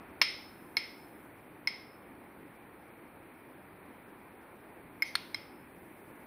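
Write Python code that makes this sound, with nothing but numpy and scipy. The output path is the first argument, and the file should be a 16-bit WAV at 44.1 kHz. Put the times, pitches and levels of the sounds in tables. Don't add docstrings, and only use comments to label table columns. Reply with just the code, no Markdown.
import sys
import numpy as np
from scipy import signal
from scipy.fft import rfft, irfft
from scipy.io import wavfile
from scipy.ndimage import uniform_filter1d

SR = 44100
rng = np.random.default_rng(int(sys.argv[2]) if len(sys.argv) > 2 else 0)


def persist_wave(psi):
    counts = np.round(np.clip(psi, -1, 1) * 32767).astype(np.int16)
    wavfile.write(sys.argv[1], SR, np.atleast_2d(counts).T)


def linear_from_db(decibels):
    return 10 ** (np.asarray(decibels, float) / 20)


N = 276198


def evened(x):
    return x / np.sqrt(np.mean(x ** 2) + 1e-20)


def read(points, hz, beyond=None):
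    f, value = np.transpose(points)
    return np.interp(np.log(hz + 1), np.log(f + 1), value, right=beyond)


def add(mix, start_s, sound):
    part = mix[round(start_s * SR):][:len(sound)]
    part += sound[:len(part)]


def coloured(x, points):
    gain = linear_from_db(read(points, np.fft.rfftfreq(len(x), 1 / SR)))
    return irfft(rfft(x) * gain, len(x))


def steady(spectrum, level_db, patchy_db):
    # pitch_hz, likeness (0 to 1)
    same_points = [(60, 0.98), (120, 0.99), (240, 1.0), (480, 0.99), (950, 0.98), (1890, 0.99),
                   (3770, 0.765), (7520, 0.29), (15000, 0.77)]
    frames, hz = N // 256 + 5, np.fft.rfftfreq(1024, 1 / SR)
    a, b, c, d, patches = rng.standard_normal((frames, 513, 5)).T
    patches = uniform_filter1d(patches, size=8, axis=0)
    patches = evened(uniform_filter1d(patches, size=14, axis=1))
    same = np.clip(read(same_points, hz), 0, 1)[:, None]
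    mid = np.sqrt((1 + same) / 2) * (a + 1j * b)
    side = np.sqrt((1 - same) / 2) * (c + 1j * d)
    colour_db = read(spectrum, hz, beyond=-88.5)[:, None]
    z = np.array([mid + side, mid - side]) * linear_from_db(colour_db + patchy_db * patches)
    noise = signal.istft(z, nperseg=1024, noverlap=768)[1][:, :N]
    return linear_from_db(level_db) * evened(noise)


def hum():
    # pitch_hz, level_db (per Hz)
    hum_colour = [(24, -50), (50, -20), (63, -19), (85, -9), (112, -10), (243, -4), (326, -1), (380, -6),
                  (637, -11), (872, -9.5), (1190, -14), (2400, -16), (2800, -26.5), (6000, -45)]
    extra_db = 3 * np.exp(-np.arange(N) / SR / 0.3)
    return steady(hum_colour, -54 + extra_db, patchy_db=0.89)


def hiss():
    # pitch_hz, level_db (per Hz)
    hiss_colour = [(4000, -38.5), (5500, -18), (7800, -15), (8300, -6.5), (9300, -1), (12000, -1),
                   (15500, -1.5), (15900, -28.5)]
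    # start_s, length_s, lift_db
    lifts = [
        (0.3, 1.0, 3.5),
        (5.12, 0.28, 5.5),
        (5.7, .8, 3),
    ]
    t, edge_s = np.arange(N) / SR, 0.15
    level_db = np.full(N, -70.0)
    for start_s, length_s, lift_db in lifts:
        up = np.tanh((t - start_s) / edge_s)
        down = np.tanh((t - start_s - length_s) / edge_s)
        level_db += lift_db * (up - down) / 2
    return steady(hiss_colour, level_db, patchy_db=.6)


def ring(modes, t, rise_s):
    tones = sum(linear_from_db(db - 60 * t / t60) * np.sin(2 * np.pi * hz * t) for hz, db, t60 in modes)
    return (1 - np.exp(-t / rise_s)) * tones


def struck(glass_db, bright, spoon_db, low_hz):
    # pitch_hz, level_db, time_to_fall_60_db_s
    glass_modes = [(1200, -29, .033), (1569, -19.5, .025), (5182, -4, 0.021), (8950, -33, .036),
                   (11500, -36, .03), (12850, -40, .025), (14150, -36, .028), (14750, -38.5, .03)]
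    # pitch_hz, level_db, time_to_fall_60_db_s
    spoon_modes = [(2840, -18.5, .022), (3430, -9.5, .018), (4277, 4.4, .015), (4700, -9.5, .014)]
    glass_hz = 2164
    shift = (low_hz / glass_hz) ** .25
    modes = [(low_hz, glass_db, 0.022)]
    for hz, db, t60 in glass_modes:
        modes.append((hz * shift, db + glass_db + bright * np.log2(hz / glass_hz), t60))
    return modes + [(hz, db + spoon_db, t60) for hz, db, t60 in spoon_modes]


def clinks():
    # start_s, glass_db, brightness_db (per octave), spoon_db, scratch_db
    blows = [
        (0.2153, -11, 3.5, -18, -19),
        (0.7684, -15.5, 2, -20.5, -30.5),
        (1.6732, -15.5, 1.8, -30.5, -34),
        (5.0221, -13, -3.5, -47, -39),
        (5.1533, -26.5, 1.5, -18, -28.5),
        (5.345, -22.5, 2, -45, -37),
    ]
    # main_ring_hz, sent_to_walls_db, rebound_ms, rebound_db
    grips = [
        (2260, -0.9, 5.5, -7.5),
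        (2186, -2.5, 4.5, -8.5),
        (2137, -4, 5.5, -8.5),
        (2160, -5, 4.7, -10),
        (2050, -6.5, 3, -10.5),
        (2150, -6.5, 1.9, -26),
    ]
    # pitch_hz, level_db
    scratch_colour = [(300, -32), (1100, -13.5), (2500, -18.5), (5500, -29), (7000, -29), (8000, -39.5),
                      (9000, -24.5), (10200, -37), (11600, -19), (13200, -35.5), (14400, -20), (15500, -31)]
    # pitch_hz, level_db
    clatter_colour = [(600, -23.5), (1500, -3.5), (2700, 2.5), (4500, -0.5), (6000, -14), (7000, -22.5),
                      (8000, -55), (9000, -22), (14500, -27)]
    # pitch_hz, strength_db, time_to_fall_60_db_s
    low_ring = [(2130, 0.0015, 0.024)]
    mid_ring = [(3250, 0.0016, 0.06)]
    high_ring = [(5203, 0.0057, 0.01915)]
    top_ring = [(9000, 0.1, 0.018), (11100, 0.1, 0.00901), (14200, 0.1, .011)]
    # pitch_hz, level_db, time_to_fall_60_db_s
    plate_rim = [(2758, -12.5, .01), (3380, -23.5, .022), (3690, -21.5, .024), (4570, -22, .03),
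                 (12100, -33, .016)]
    spoon_edge = [(11100, -39, 0.058), (14650, -49, .03)]
    spoon_tip = [(7260, -46.5, .052), (9900, -39.5, .028), (10800, -42, 0.044), (12100, -25, 0.012),
                 (12900, -32, 0.023)]
    plate_well = [(1440, -18, 0.011), (1660, -19.5, 0.012), (2390, -39, .069), (3650, -18.5, 0.011),
                  (6940, -44, .03), (9035, -24, 0.019)]
    spoon_neck = [(3210, -48.5, 0.133), (4080, -25.5, 0.017), (7800, -44.5, 0.027), (8660, -36, 0.02)]
    all_touched = [plate_rim, spoon_edge, [], spoon_tip, plate_well, spoon_neck]

    near, far, t = np.zeros(N), np.zeros(N), np.arange(8192) / SR
    rings = [ring(modes, t, .0008) for modes in (low_ring, mid_ring, high_ring, top_ring)]
    clatter = evened(coloured(signal.unit_impulse(len(t), idx=64), clatter_colour))
    for blow_settings, grip, touched in zip(blows, grips, all_touched):
        start_s, glass_db, bright, spoon_db, scratch_db = blow_settings
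        low_hz, out_db, rebound_ms, rebound_db = grip

        scratch = evened(coloured(rng.standard_normal(len(t)), scratch_colour))
        scratch *= linear_from_db(scratch_db - 60 * t / 0.0243) * (1 - np.exp(-t / 0.00054))
        blow = ring(struck(glass_db, bright, spoon_db, low_hz) + touched, t, 0.00064) + scratch
        rebounds = [(0, 0), (rebound_ms, rebound_db), (1.9 * rebound_ms, rebound_db - 6.5)]
        for after_ms, softer_db in rebounds:
            add(near, start_s + after_ms / 1000, linear_from_db(softer_db) * blow)

        damped = ring(struck(glass_db, bright, spoon_db - 3, low_hz) + touched, t, 0.0014)
        clatter_db = -4.5 + .7 * scratch_db
        rings_db = [glass_db - 5.5, spoon_db - 30.5, glass_db - 10 + 2.5 * bright, clatter_db - 10]
        sent = linear_from_db(np.array(rings_db)) @ rings
        sent += linear_from_db(-5 - 60 * t / 0.019) * damped
        sent += linear_from_db(clatter_db - 21.5) * clatter
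        add(far, start_s, linear_from_db(out_db) * sent)
    return near, far


def slightly_apart(x, apart_db):
    scatter = rng.standard_normal(256) / 16
    side = linear_from_db(apart_db) * signal.oaconvolve(x, scatter)[:N]
    return np.array([x + side, x - side])


def kitchen(x, tail_db, wide):
    # pitch_hz, time_to_fall_60_db_s
    room_t60 = [(300, .3), (1000, .45), (2200, .5), (4000, .56), (5240, .52), (6500, .52), (9000, .5),
                (15000, .45)]
    # delay_ms, level_db
    echoes = [
        (4.1, -17),
        (7.3, -21.5),
        (10.8, -20.5),
        (15.6, -29),
        (20.5, -32.5),
        (29.5, -24),
    ]
    taps = np.zeros((2, SR))
    at = np.arange(400, SR - 20, 20) + rng.integers(0, 20, (2, (SR - 401) // 20))
    np.put_along_axis(taps, at, rng.choice([-1., 1.], at.shape), 1)
    hz, t, z = signal.stft(taps, SR, nperseg=256)
    fade = linear_from_db(-60 * t / read(room_t60, hz)[:, None])
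    tail = signal.istft(z * fade, SR, nperseg=256)[1]
    tail = linear_from_db(tail_db) * tail / np.linalg.norm(tail[0])
    for delay_ms, db in echoes:
        add(tail[0], delay_ms / 1000, linear_from_db(np.array([db])))
    mid, side = signal.fftconvolve(x[None], tail, axes=1)[:, :N]
    return np.array([mid + wide * side, mid - wide * side])


def slides():
    # start_s, length_s, level_db
    rubs = [
        (5.037, 0.072, -51),
        (5.166, 0.064, -69),
    ]
    colour = [(1500, -23), (3000, -12), (6000, -9), (7400, -31), (8400, -26), (10000, -9), (13000, -20)]
    out = np.zeros(N)
    for start_s, length_s, db in rubs:
        size = round(length_s * SR)
        grit = rng.standard_normal(8192) * linear_from_db(3 * rng.exponential(1, 8192))
        grit = evened(coloured(grit, colour))[:size]
        add(out, start_s, linear_from_db(db) * grit * np.hanning(min(size, 8192)))
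    return out


def scene():
    near, far = clinks()
    rub = slides()
    direct = slightly_apart(near + rub, apart_db=-29.5)
    room = kitchen(far + rub, tail_db=-4, wide=.02)
    return direct + room + hum()


def thinned(x, rise, quiet_db, thrift_db):
    # pitch_hz, level_db
    line_floor = [(3000, -130), (4200, -110), (4900, -100), (6000, -104), (8200, -104), (8700, -125)]
    # pitch_hz, level_db
    band_floor = [(5500, -145), (6100, -115), (7200, -113), (8300, -110), (9000, -114), (15500, -114)]
    hz, t, z = signal.stft(x, SR, nperseg=1024, noverlap=768)
    power = (abs(z) ** 2).mean(0) + 1e-20
    middle = power[(hz > 2000) & (hz < 6000)].sum(0)
    loud_db = np.clip(10 * np.log10(middle) - quiet_db, 0, 30)
    band_db = 10 * np.log10(abs(uniform_filter1d(power, size=11, axis=0)) + 1e-20)
    frame_db = thrift_db * np.repeat(rng.standard_normal(len(t)), repeats=4)[:len(t)]
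    line_over = 10 * np.log10(power) - read(line_floor, hz)[:, None] - frame_db
    band_over = band_db - read(band_floor, hz)[:, None] - rise * loud_db
    keep = (1 + np.tanh(line_over)) * (1 + np.tanh(band_over)) / 4
    return signal.istft(z * keep, SR, nperseg=1024, noverlap=768)[1][:, :N]


def low_pass(x):
    return signal.sosfilt(signal.butter(12, 16440, fs=SR, output="sos"), x)


def record(dry):
    # pitch_hz, level_db
    mic_colour = [(6000, 0.5), (7000, -4.5), (7700, -14), (8300, -3), (8900, -4), (15000, -6), (16000, -24)]
    x = np.array([coloured(channel, mic_colour) for channel in dry]) + hiss()
    x = thinned(x, rise=.9, quiet_db=-68, thrift_db=2.5)
    return low_pass(x)


dry = scene()
out = record(dry)
persist_wave(out)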